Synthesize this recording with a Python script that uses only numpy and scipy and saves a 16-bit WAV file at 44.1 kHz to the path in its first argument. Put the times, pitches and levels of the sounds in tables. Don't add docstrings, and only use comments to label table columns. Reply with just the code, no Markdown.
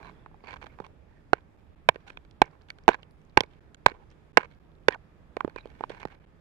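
import sys
import numpy as np
from scipy import signal
from scipy.io import wavfile
from scipy.ndimage import uniform_filter1d

SR = 44100
rng = np.random.default_rng(int(sys.argv[2]) if len(sys.argv) > 2 else 0)


def convert_level_to_amplitude(level_db):
    exponent = np.asarray(level_db, float) / 20
    return 10 ** exponent


def to_wav(sig):
    pcm = np.clip(np.atleast_2d(sig), -1, 1) * 32767
    pcm = np.round(pcm).astype(np.int16)
    wavfile.write(sys.argv[1], SR, pcm.T)


N = 282448

# start in seconds, ring level in dB, thud level in dB, crack level in dB.
BLOWS = [(1.3316, -23.5, -11, -31), (1.3337, -23, -20, -31), (1.8884, -5.5, -25, -32.5),
         (1.8900, -9, -8.5, -36.5), (2.4179, -2.5, -9, -24.5), (2.419, -11, -13, -23.5),
         (2.8804, -5, -8.5, -24), (2.8894, -14, -7, -28.5), (3.3722, -26.5, -30, -35.5),
         (3.3734, -1, -8, -25), (3.3747, -12, -16.5, -30.5), (3.4064, -13.5, -18, -17),
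         (3.8609, -23, -35.5, -36), (3.8614, -5, -10, -27.5), (3.8640, -11.5, -20, -35),
         (4.3718, -3, -13, -25), (4.3740, -6, -15, -45), (4.3781, -6, -14, -46.5),
         (4.8835, -12, -13, -21.5), (4.8850, -5.5, -22, -54)]
# start in seconds, ring, thud and crack levels in dB.
SHIFTS = [(0.119, -65, -52, -75), (0.262, -45, -45, -86), (0.3144, -64, -52, -86), (0.3442, -58, -54, -73),
          (0.406, -52, -70, -81), (0.4394, -50, -42, -78), (0.539, -34.5, -55, -65),
          (0.6421, -56, -38, -52), (0.788, -41.5, -56, -65), (0.8017, -40, -30, -49),
          (0.8652, -47, -56, -54.5)]
# start in seconds, ring, thud and crack levels in dB.
FALLS = [(1.9588, -31, -33, -56), (2.1023, -31.5, -41.5, -50.5), (2.172, -36, -46, -56),
         (2.25, -52, -55, -59), (2.3113, -64, -72, -59), (2.7032, -30, -66, -37), (2.7861, -46, -61, -55.5),
         (3.03, -44.5, -46, -56.5), (3.4356, -30, -36, -44), (3.7462, -42, -62, -50.5),
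         (3.9172, -36, -36, -60), (4.5131, -50, -57, -65.5)]
# start in seconds, ring, thud and crack levels in dB.
SET_DOWN = [(5.3683, -23, -24, -41), (5.4063, -24, -30, -64), (5.4477, -40, -12.5, -57.5),
            (5.4779, -40.5, -28.5, -66.5), (5.4974, -43, -66, -57), (5.5612, -28.5, -33, -44),
            (5.6569, -56, -34, -55), (5.6738, -60, -42.5, -59), (5.702, -46, -75, -57.5),
            (5.8084, -36, -25, -54), (5.8384, -30, -27, -68), (5.896, -68, -44, -43.5),
            (5.9029, -38, -32, -48), (6.0028, -49, -48, -48), (6.0529, -31, -23, -42),
            (6.1488, -49, -58, -61)]
# start in seconds, level in dB.
SLIPS = [(0.002, -48), (0.029, -43), (0.047, -43), (0.057, -43), (0.084, -44), (0.096, -42), (0.444, -43),
         (0.472, -35), (0.488, -36), (0.508, -33), (0.52, -38), (0.53, -36), (0.54, -33), (0.56, -39),
         (0.566, -39), (0.615, -42), (0.627, -36), (0.667, -36), (0.726, -54), (0.847, -39), (2.907, -35),
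         (2.917, -32), (2.933, -31), (2.944, -26), (3.884, -32), (3.899, -34), (4.409, -34), (4.433, -36),
         (4.448, -38), (4.908, -33), (4.924, -30), (4.946, -32), (5.585, -37), (5.919, -40), (5.948, -41),
         (5.972, -48), (6.017, -37), (6.03, -30), (6.074, -45), (6.112, -49)]


def rms_one(x):
    return x / np.sqrt(np.mean(x ** 2) + 1e-20)


def at_hz(points, hz):
    table_hz, value = np.transpose(points)
    return np.interp(np.log(hz), np.log(table_hz), value)


def drift(rate):
    knots = rng.standard_normal(1500)
    return np.interp(np.arange(N) * rate / SR, np.arange(len(knots)), knots)


def wash(patchy_db):
    # frequency in Hz, density in dB per Hz.
    spectrum = [(20, 0), (40, -5), (65, -5.5), (100, -9), (150, -10.5), (220, -14.5), (330, -15),
                (555, -20.5), (800, -24), (1830, -29.5), (3460, -42), (8000, -54.5), (15000, -58.5)]
    # frequency in Hz, left over right in dB.
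    balance = [(25, 3.5), (60, -8), (200, -7), (1000, -3.5), (4000, -1), (10000, -4.5)]
    # frequency in Hz, likeness of the two ports from 0 to 1.
    likeness = [(40, .25), (160, 0.97), (500, 0.2), (1500, .02)]
    # time in seconds, overall level in dB.
    swell = [(0.0, -50), (0.28, -56.5), (0.66, -53.5), (1.0, -57.5), (5.1, -56.5), (5.55, -56),
             (5.95, -52.5), (6.15, -57.5)]
    out = 0
    edges = 20 * 2 ** np.arange(0, 9.8, .5)
    white = rng.standard_normal((2, 2, N))
    for k, (low, high) in enumerate(zip(edges, edges[1:])):
        band = signal.butter(2, [low, high], "band", fs=SR, output="sos")
        mid, side = signal.sosfilt(band, white[k % 2])
        hz = np.sqrt(low * high)
        alike = np.clip(at_hz(likeness, hz), 0, 1)
        lean = at_hz(balance, hz) / 2
        pair = np.sqrt(1 + alike) * mid + np.sqrt(1 - alike) * side * [[1], [-1]]
        flicker_db = patchy_db * (drift(7.5) + 15 / (hz + 20) * drift(25))
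        out = out + convert_level_to_amplitude(at_hz(spectrum, hz) + flicker_db) * pair * convert_level_to_amplitude(np.array([[lean], [-lean]]))
    s, level_db = np.transpose(swell)
    return rms_one(out) * convert_level_to_amplitude(np.interp(np.arange(N) / SR, s, level_db) + .5)


def drones(left_db):
    # frequency in Hz, width in Hz, level in dB.
    rumbles = [(65, 22, -63.5), (156, 18, -66)]
    out = np.zeros((2, N))
    for hz, width_hz, level_db in rumbles:
        r = np.exp(-np.pi * width_hz / SR)
        white = rng.standard_normal((2, N))
        resonance = [1, 0, -1, 1, -2 * r * np.cos(2 * np.pi * hz / SR), r * r]
        hum = signal.sosfilt([resonance] * 2, white + 0.95 * white[1])
        out += rms_one(hum) * convert_level_to_amplitude(level_db + np.array([[left_db], [0]]))
    return out


def grit_levels():
    # start in seconds, length in seconds, start and end levels in dB.
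    crush = [
        (1.338, .05, -44.5, -56),
        (1.895, .035, -49, -56),
        (2.426, .055, -43, -50),
        (2.892, .037, -31, -40),
        (2.93, .022, -37.5, -37.5),
        (3.38, .025, -28, -51.5),
        (3.869, .055, -35, -47.5),
        (4.382, .04, -41, -34.5),
        (4.427, .032, -40.5, -47.5),
        (4.886, .065, -43, -37),
    ]
    # start in seconds, length in seconds, start and end levels in dB.
    drags = [(0.028, .085, -45.5, -48.5), (0.442, .04, -44.5, -55), (0.478, .07, -43.5, -45),
             (.558, .015, -37, -43.5), (0.614, .035, -41.5, -51.5), (0.677, .07, -64, -58),
             (0.841, .028, -42, -64), (1.08, .14, -65, -66.5), (1.943, .025, -38, -58),
             (5.578, .04, -43.5, -55.5), (5.62, .16, -63, -56), (5.78, .07, -55.5, -48),
             (5.895, .075, -40, -49), (5.97, .03, -50, -57), (5.998, .04, -47, -40.5),
             (6.07, .085, -47, -57), (6.2, .06, -67, -54.5)]
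    # start in seconds, length in seconds, start and end levels in dB.
    settle = [(0, .03, -51.5, -53.5), (.12, .13, -68, -71), (.786, .04, -58, -56), (2.479, .08, -67, -66.5),
              (2.952, .05, -65, -57), (3.41, .045, -52, -56.5), (3.929, .11, -62, -59),
              (5.369, .16, -61, -69)]
    # start in seconds, length in seconds, start and end levels in dB.
    sand = [(0.659, .018, -48, -57), (1.57, .04, -68, -70), (1.998, 0.022, -62, -71),
            (2.066, .04, -46.5, -52.5), (2.105, .045, -58, -66), (2.61, .03, -61, -71),
            (2.684, .035, -48.5, -61.5), (3.502, .2, -58, -79.5), (4.104, .025, -54, -62),
            (4.5, .04, -67, -62.5), (5.547, .032, -58.5, -65)]
    t, shares = np.arange(N) / SR, np.zeros((3, N))
    for rows, bright_db, dull_db in [(crush, -16.5, -1.5), (drags, -11, -4), (settle, -10, 7.5), (sand, -4.5, -3)]:
        for s, length, start_db, end_db in rows:
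            part = slice(int(s * SR), int((s + length) * SR))
            level_db = np.interp(t[part], [s, s + length], [start_db, end_db])
            shares[:, part] += convert_level_to_amplitude(level_db + np.array([[0], [bright_db], [dull_db]]))
    return shares


def grit(per_s, uneven_db, trickle_per_s, trickle_db):
    clumps = convert_level_to_amplitude(4 * drift(60) + 6 * drift(170))
    draw = rng.random(N)
    sizes = convert_level_to_amplitude(uneven_db * np.minimum(rng.exponential(1, N), 4))
    dragged = grit_levels() * rms_one((draw < per_s * clumps / SR) * sizes)
    trickle = convert_level_to_amplitude(trickle_db + np.array([[0], [-4], [-6]]))
    fallen = (draw > 1 - trickle_per_s / SR) * np.minimum(sizes, 2) * trickle
    at = np.flatnonzero(dragged[0] + fallen[0])
    return at, (dragged + fallen)[:, at]


def contacts(starts, chatter_s):
    delays = np.cumsum(rng.uniform(.4, 1, (len(starts), 3)), axis=1) * chatter_s - chatter_s
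    return ((starts[:, None] + delays) * SR).astype(int)


def ring(clicks, hz, t60, lead):
    r, w = convert_level_to_amplitude(-60 / (t60 * SR)), 2 * np.pi * hz / SR
    softness = 0.36
    q = np.exp(-hz / SR / softness)
    rounding = [(1 - q * q) / 2, 0, (q * q - 1) / 2, 1, -2 * q * np.cos(w), q * q]
    mode = [np.sin(lead), r * np.sin(w - lead), 0, 1, -2 * r * np.cos(w), r * r]
    return signal.sosfilt([rounding, mode], clicks + 1e-18)


def stone(spread_db, grit_left_db):
    # frequency in Hz, level in dB, t60 in seconds, left level in dB, left lead in rad.
    low_modes = [(60, -20, .022, -3.5, .3), (140, -14.5, 0.018, -3, 0.23), (290, -18, 0.015, -1.5, 0.27),
                 (454, 7, 0.0091, -2.5, 0.87), (598, -2.5, 0.0067, -4, 0.47)]
    # frequency in Hz, level in dB, t60 in seconds, left level in dB, left lead in rad.
    middle_modes = [(844, 0, 0.017, -3.3, 0.5), (1000, -2, 0.017, -1.2, 1.4), (1170, -7, 0.0083, 0, 2.5)]
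    # frequency in Hz, level in dB, t60 in seconds, left level in dB, left lead in rad.
    upper_modes = [(1522, -1, 0.016, 1, 3.24), (1574, 1, 0.013, -1.5, 4), (1806, -3.5, 0.018, 1, 3.45),
                   (2241, 1, 0.014, 1.5, 1.57), (2450, -7, 0.014, 0.5, 5.4), (2770, -8.5, 0.012, 8.5, -2)]
    # frequency in Hz, level in dB, t60 in seconds, left level in dB, left lead in rad.
    top_modes = [(3156, 6.5, 0.0047, -1, 8), (3550, -6, 0.013, -3, 1.5), (4000, -6.5, 0.012, 1, 11.5),
                 (4280, -5, 0.0066, 7.5, 1), (5600, -5.5, 0.0034, -2.5, 7.4), (6900, -9.5, 0.002, -6, -3.7),
                 (8200, -16, 0.0023, -7.5, 5.5), (10500, -25, .004, -8, 1.5), (12700, -35, .003, -8, -2.9)]
    # middle modes over the mean of ring and thud in dB, left over right in dB
    kinds = [(BLOWS, 0.5, -14), (SHIFTS, 10, -15), (FALLS, -9, -11), (SET_DOWN, 1.5, -13)]
    rows = np.array([(s, ring_db, thud_db, (ring_db + thud_db) / 2 + over_db, crack_db, side_db)
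                     for kind, over_db, side_db in kinds for s, ring_db, thud_db, crack_db in kind])
    starts, ring_db, thud_db, middle_db, crack_db, side_db = rows.T
    touch = contacts(starts, chatter_s=.0008)
    grain, (plain, bright, dull) = grit(per_s=1900, uneven_db=4, trickle_per_s=40, trickle_db=-54)
    # modes, push of each contact in dB, push of each grain, likeness of the grains at the two ports
    groups = [(upper_modes, ring_db - 5, convert_level_to_amplitude(-25) * plain, 0.13), (low_modes, thud_db + 3, convert_level_to_amplitude(-23.5) * dull, 0.59),
              (middle_modes, middle_db + 1.5, convert_level_to_amplitude(-20) * dull, 0.28), (top_modes, crack_db + 5, convert_level_to_amplitude(-23) * bright, 0.1)]
    out = np.zeros((2, N))
    for modes, push_db, snaps, alike in groups:
        for hz, mode_db, t60, left_db, lead in modes:
            force = np.zeros((2, N))
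            chance = rng.standard_normal((len(rows), 4))
            rebounds = np.c_[np.ones(len(rows)), .3 * chance[:, 1:3]]
            size = convert_level_to_amplitude(push_db + spread_db * chance[:, 0])[:, None] * rebounds
            np.add.at(force[1], touch, size)
            np.add.at(force[0], touch, size * convert_level_to_amplitude(side_db[:, None] + 2 * chance[:, 3:]))
            own, shared = rng.standard_normal((2, len(grain)))
            sharp = max(hz / 4000, 1) ** .7
            grain_left = convert_level_to_amplitude(grit_left_db) * (alike * shared + (1 - alike) * own)
            force[:, grain] += sharp * snaps * [grain_left, shared]
            out[0] += convert_level_to_amplitude(mode_db + left_db) * ring(force[0], hz, t60, lead)
            out[1] += convert_level_to_amplitude(mode_db) * ring(force[1], hz, t60, 0)
    return out


def slips(spread_db):
    # frequency in Hz, level in dB.
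    slip_modes = [(520, -12), (1000, 1), (1600, -3), (2300, -2), (3300, -17), (4400, -16), (6500, -26)]
    chance = rng.standard_normal((len(SLIPS), len(slip_modes), 2))
    taps = []
    for (s, level_db), row in zip(SLIPS, chance):
        for (hz, mode_db), (late, odd) in zip(slip_modes, row):
            taps.append((s + .0004 * late, hz, level_db + mode_db - 1 + spread_db * odd))
    return taps


def rings():
    # start in seconds, frequency in Hz, level in dB.
    blow_rings = [(1.3335, 2850, -22), (1.3321, 450, -2), (1.3325, 4250, -28), (1.3315, 755, -5),
                  (1.3330, 1466, -4), (1.8885, 670, -1), (1.8893, 3500, -15), (1.8898, 960, -4),
                  (1.8890, 1690, -6.5), (1.8895, 2450, -5), (1.8906, 3120, -13), (1.889, 4350, -24),
                  (2.418, 3470, -15), (2.418, 4570, -22), (2.4192, 1000, -5), (2.4186, 1550, -12),
                  (3.374, 5500, -24), (3.3738, 2260, -6), (3.374, 3350, -18), (3.406, 2060, -18),
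                  (4.8849, 441, -3), (4.884, 3400, -12), (4.374, 700, -6), (4.374, 1170, -9),
                  (2.4185, 520, -11), (2.4180, 833, 2), (2.4176, 2301, -7), (2.88, 395, -12),
                  (2.8800, 806, 2), (2.8888, 673, -1), (2.8885, 1537, -3.5), (3.374, 390, -1),
                  (3.372, 511, -4), (3.374, 990, 1), (3.4069, 508, -15), (3.4062, 5500, -21),
                  (3.4062, 2600, -19), (3.862, 3000, -15), (3.863, 1260, -8), (3.862, 530, -7),
                  (3.8625, 1000, 3.5), (3.8616, 2230, -4), (3.8631, 1573, -2.5), (4.3720, 1000, -4),
                  (4.3712, 1585, -3.5), (4.372, 1985, -0.5), (4.8838, 873, -5), (4.8836, 1528, -6.5),
                  (4.884, 1930, -9)]
    # start in seconds, frequency in Hz, level in dB.
    tap_rings = [(0.2613, 1000, -28), (.803, 150, -27), (2.173, 980, -36), (2.1736, 2450, -31),
                 (2.1722, 3380, -37.5), (3.0318, 2900, -38), (3.7457, 6900, -44), (5.4074, 1070, -14.5),
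                 (5.4084, 1540, -21), (5.448, 400, -7), (5.369, 620, -17), (3.883, 800, -26),
                 (2.704, 1850, -34), (5.8085, 760, -21), (5.8382, 1000, -15.5), (6.054, 170, -20)]
    # start in seconds, level in dB.
    thumps = [
        (1.332, -21),
        (1.889, -15),
        (2.418, -21),
        (2.881, -15),
        (3.374, -12),
        (3.407, -21),
        (3.862, -11),
    ]
    # start in seconds, frequency in Hz, level in dB.
    ticks = [(1.4077, 3500, -52), (2.3112, 5260, -46), (2.4573, 5500, -46), (2.512, 4500, -54),
             (2.6195, 4500, -47), (2.8375, 5000, -48), (2.8375, 2400, -50), (2.861, 3000, -48),
             (3.024, 4500, -52), (3.1099, 4500, -51), (3.1099, 10000, -56), (3.119, 11000, -58),
             (3.2166, 2600, -50), (3.2166, 6000, -58), (3.251, 6500, -56), (3.2974, 4200, -50),
             (3.306, 3000, -54), (3.4621, 4000, -52), (4.1031, 5000, -48), (4.114, 6000, -52),
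             (4.5221, 3400, -48), (4.549, 4500, -56), (4.6499, 3000, -54), (4.718, 3500, -54),
             (4.753, 3800, -52), (4.784, 2800, -53), (4.836, 2800, -51), (4.9202, 2300, -38)]
    # frequency in Hz, left over right in dB.
    balance = [(200, -11), (600, -16), (1000, -12), (1600, -11), (3000, -9)]
    booms = [(s, 120, level_db) for s, level_db in thumps]
    sand_ticks = [(s, hz, level_db - 4.5) for s, hz, level_db in ticks]
    out, click = np.zeros((2, N)), np.eye(1, 1600)[0]
    for rows, t60 in [([*blow_rings, *booms], .012), (tap_rings, .009), (sand_ticks, .004), (slips(spread_db=3), .009)]:
        for s, hz, level_db in rows:
            lasts = t60 * min(1000 / hz, 1) ** .3
            left = convert_level_to_amplitude(at_hz(balance, hz)) * ring(click, hz, lasts, hz / 800)
            right = ring(click, hz, lasts, 0)
            start = int(s * SR)
            out[:, start:start + len(click)] += convert_level_to_amplitude(level_db + 5) * np.array([left, right])
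    return out


def dust(left_db):
    # frequency in Hz, level in dB.
    dust_bands = [(3000, -6), (5000, -8), (8000, -14), (12000, -26)]
    rise_s, t60_s = .0012, .012
    force = np.zeros(N)
    for s, ring_db, thud_db, crack_db in [*BLOWS, *SHIFTS, *FALLS, *SET_DOWN]:
        force[int((s - rise_s) * SR)] += convert_level_to_amplitude(crack_db - 10)
    for s, level_db in SLIPS:
        force[int(s * SR)] += convert_level_to_amplitude(level_db - 22)
    rise, fall = np.exp(-1 / (rise_s * SR)), convert_level_to_amplitude(-60 / (t60_s * SR))
    dying = signal.lfilter([1], [1, -fall], force + 1e-18)
    level = signal.lfilter([1 - rise], [1, -rise], dying)
    level = level + convert_level_to_amplitude(-19 + 3 * drift(90)) * uniform_filter1d(grit_levels()[1], size=130)
    white = rng.standard_normal((2, N))
    hiss = 0
    for hz, band_db in dust_bands:
        band = signal.butter(2, [hz / 1.3, hz * 1.25], "band", fs=SR, output="sos")
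        hiss = hiss + convert_level_to_amplitude(band_db) * rms_one(signal.sosfilt(band, white + white[1]))
    return hiss * level * convert_level_to_amplitude(np.array([[left_db], [0]]))


def chips(left_db):
    # start in seconds, length in seconds, frequency in Hz, level in dB.
    sung_chips = [(0.027, 0.076, 1000, -52.5), (0.02, 0.085, 4000, -68), (0.03, 0.08, 2300, -63),
                  (.44, .11, 1000, -51.5), (0.442, .11, 2260, -53), (0.43, 0.09, 4450, -68),
                  (0.657, 0.07, 2290, -66), (0.662, 0.0089, 936, -49.5), (0.839, 0.016, 1000, -52.5),
                  (1.09, .12, 1850, -72), (2.438, 0.032, 2162, -62), (2.927, 0.021, 1630, -43),
                  (2.924, 0.029, 3870, -55.5), (3.873, 0.025, 4000, -59), (4.391, 0.028, 1650, -49),
                  (4.916, .022, 1850, -44), (4.945, .008, 1500, -43), (4.916, .03, 1000, -50),
                  (4.916, .03, 3300, -56), (4.952, .01, 900, -48), (.1, .15, 3400, -78),
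                  (5.544, .03, 2450, -61), (5.575, 0.016, 2388, -47), (5.629, .03, 2450, -65),
                  (5.578, .04, 3900, -64.5), (6.0, .04, 2350, -58)]
    out, lumps = np.zeros((2, N)), convert_level_to_amplitude(5 * drift(200))
    for s, length, hz, level_db in sung_chips:
        start, size = int(s * SR), int(length * SR)
        width_hz = 280 * (hz / 1500) ** .3
        r = np.exp(-np.pi * width_hz / SR)
        rub = rng.standard_normal((3, 8000))[:, :size]
        swell = np.hanning(size) ** 0.17 * lumps[start:start + size]
        force = np.zeros((2, size + 900))
        force[:, :size] = (rub[:2] + 1.3 * rub[1]) * rub[2] ** 2 * swell
        resonance = [1, 0.00045, -0.66, 1, -2 * r * np.cos(2 * np.pi * hz / SR), r * r]
        sung = signal.sosfilt([resonance] * 2, force)
        out[:, start:start + size + 900] += rms_one(sung) * convert_level_to_amplitude(level_db - 1 + np.array([[left_db], [0]]))
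    return out


def scene():
    near = stone(spread_db=2.5, grit_left_db=-9.5) + rings() + chips(left_db=-10.5) + dust(left_db=-12)
    return near + wash(patchy_db=1.5) + drones(left_db=-7)


def top_cut(x):
    return signal.sosfilt(signal.butter(12, 15640, fs=SR, output="sos"), x)


def record(dry):
    # start in seconds, length in seconds.
    shut = [(1.5672, .005), (1.6019, .003), (1.7502, .008), (3.1648, .003), (3.3167, .004), (3.5955, .0107),
            (3.7595, .009), (4.321, .009), (4.5907, .007), (4.792, .003), (6.1925, .006), (6.2525, .0085),
            (6.2656, .004)]
    clipped = np.clip(dry, -1, 1)
    level = signal.lfilter([1, -1], [1, -.998], clipped)
    low_pass = signal.cheby2(8, 30, 15600, fs=SR, output="sos")
    cut = signal.sosfilt(low_pass, level)
    gate = np.ones(N)
    for s, length in shut:
        gate[int(s * SR):int((s + length) * SR)] = 0.021
    return top_cut(cut * uniform_filter1d(gate, size=30))


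dry = scene()
out = record(dry)
to_wav(out)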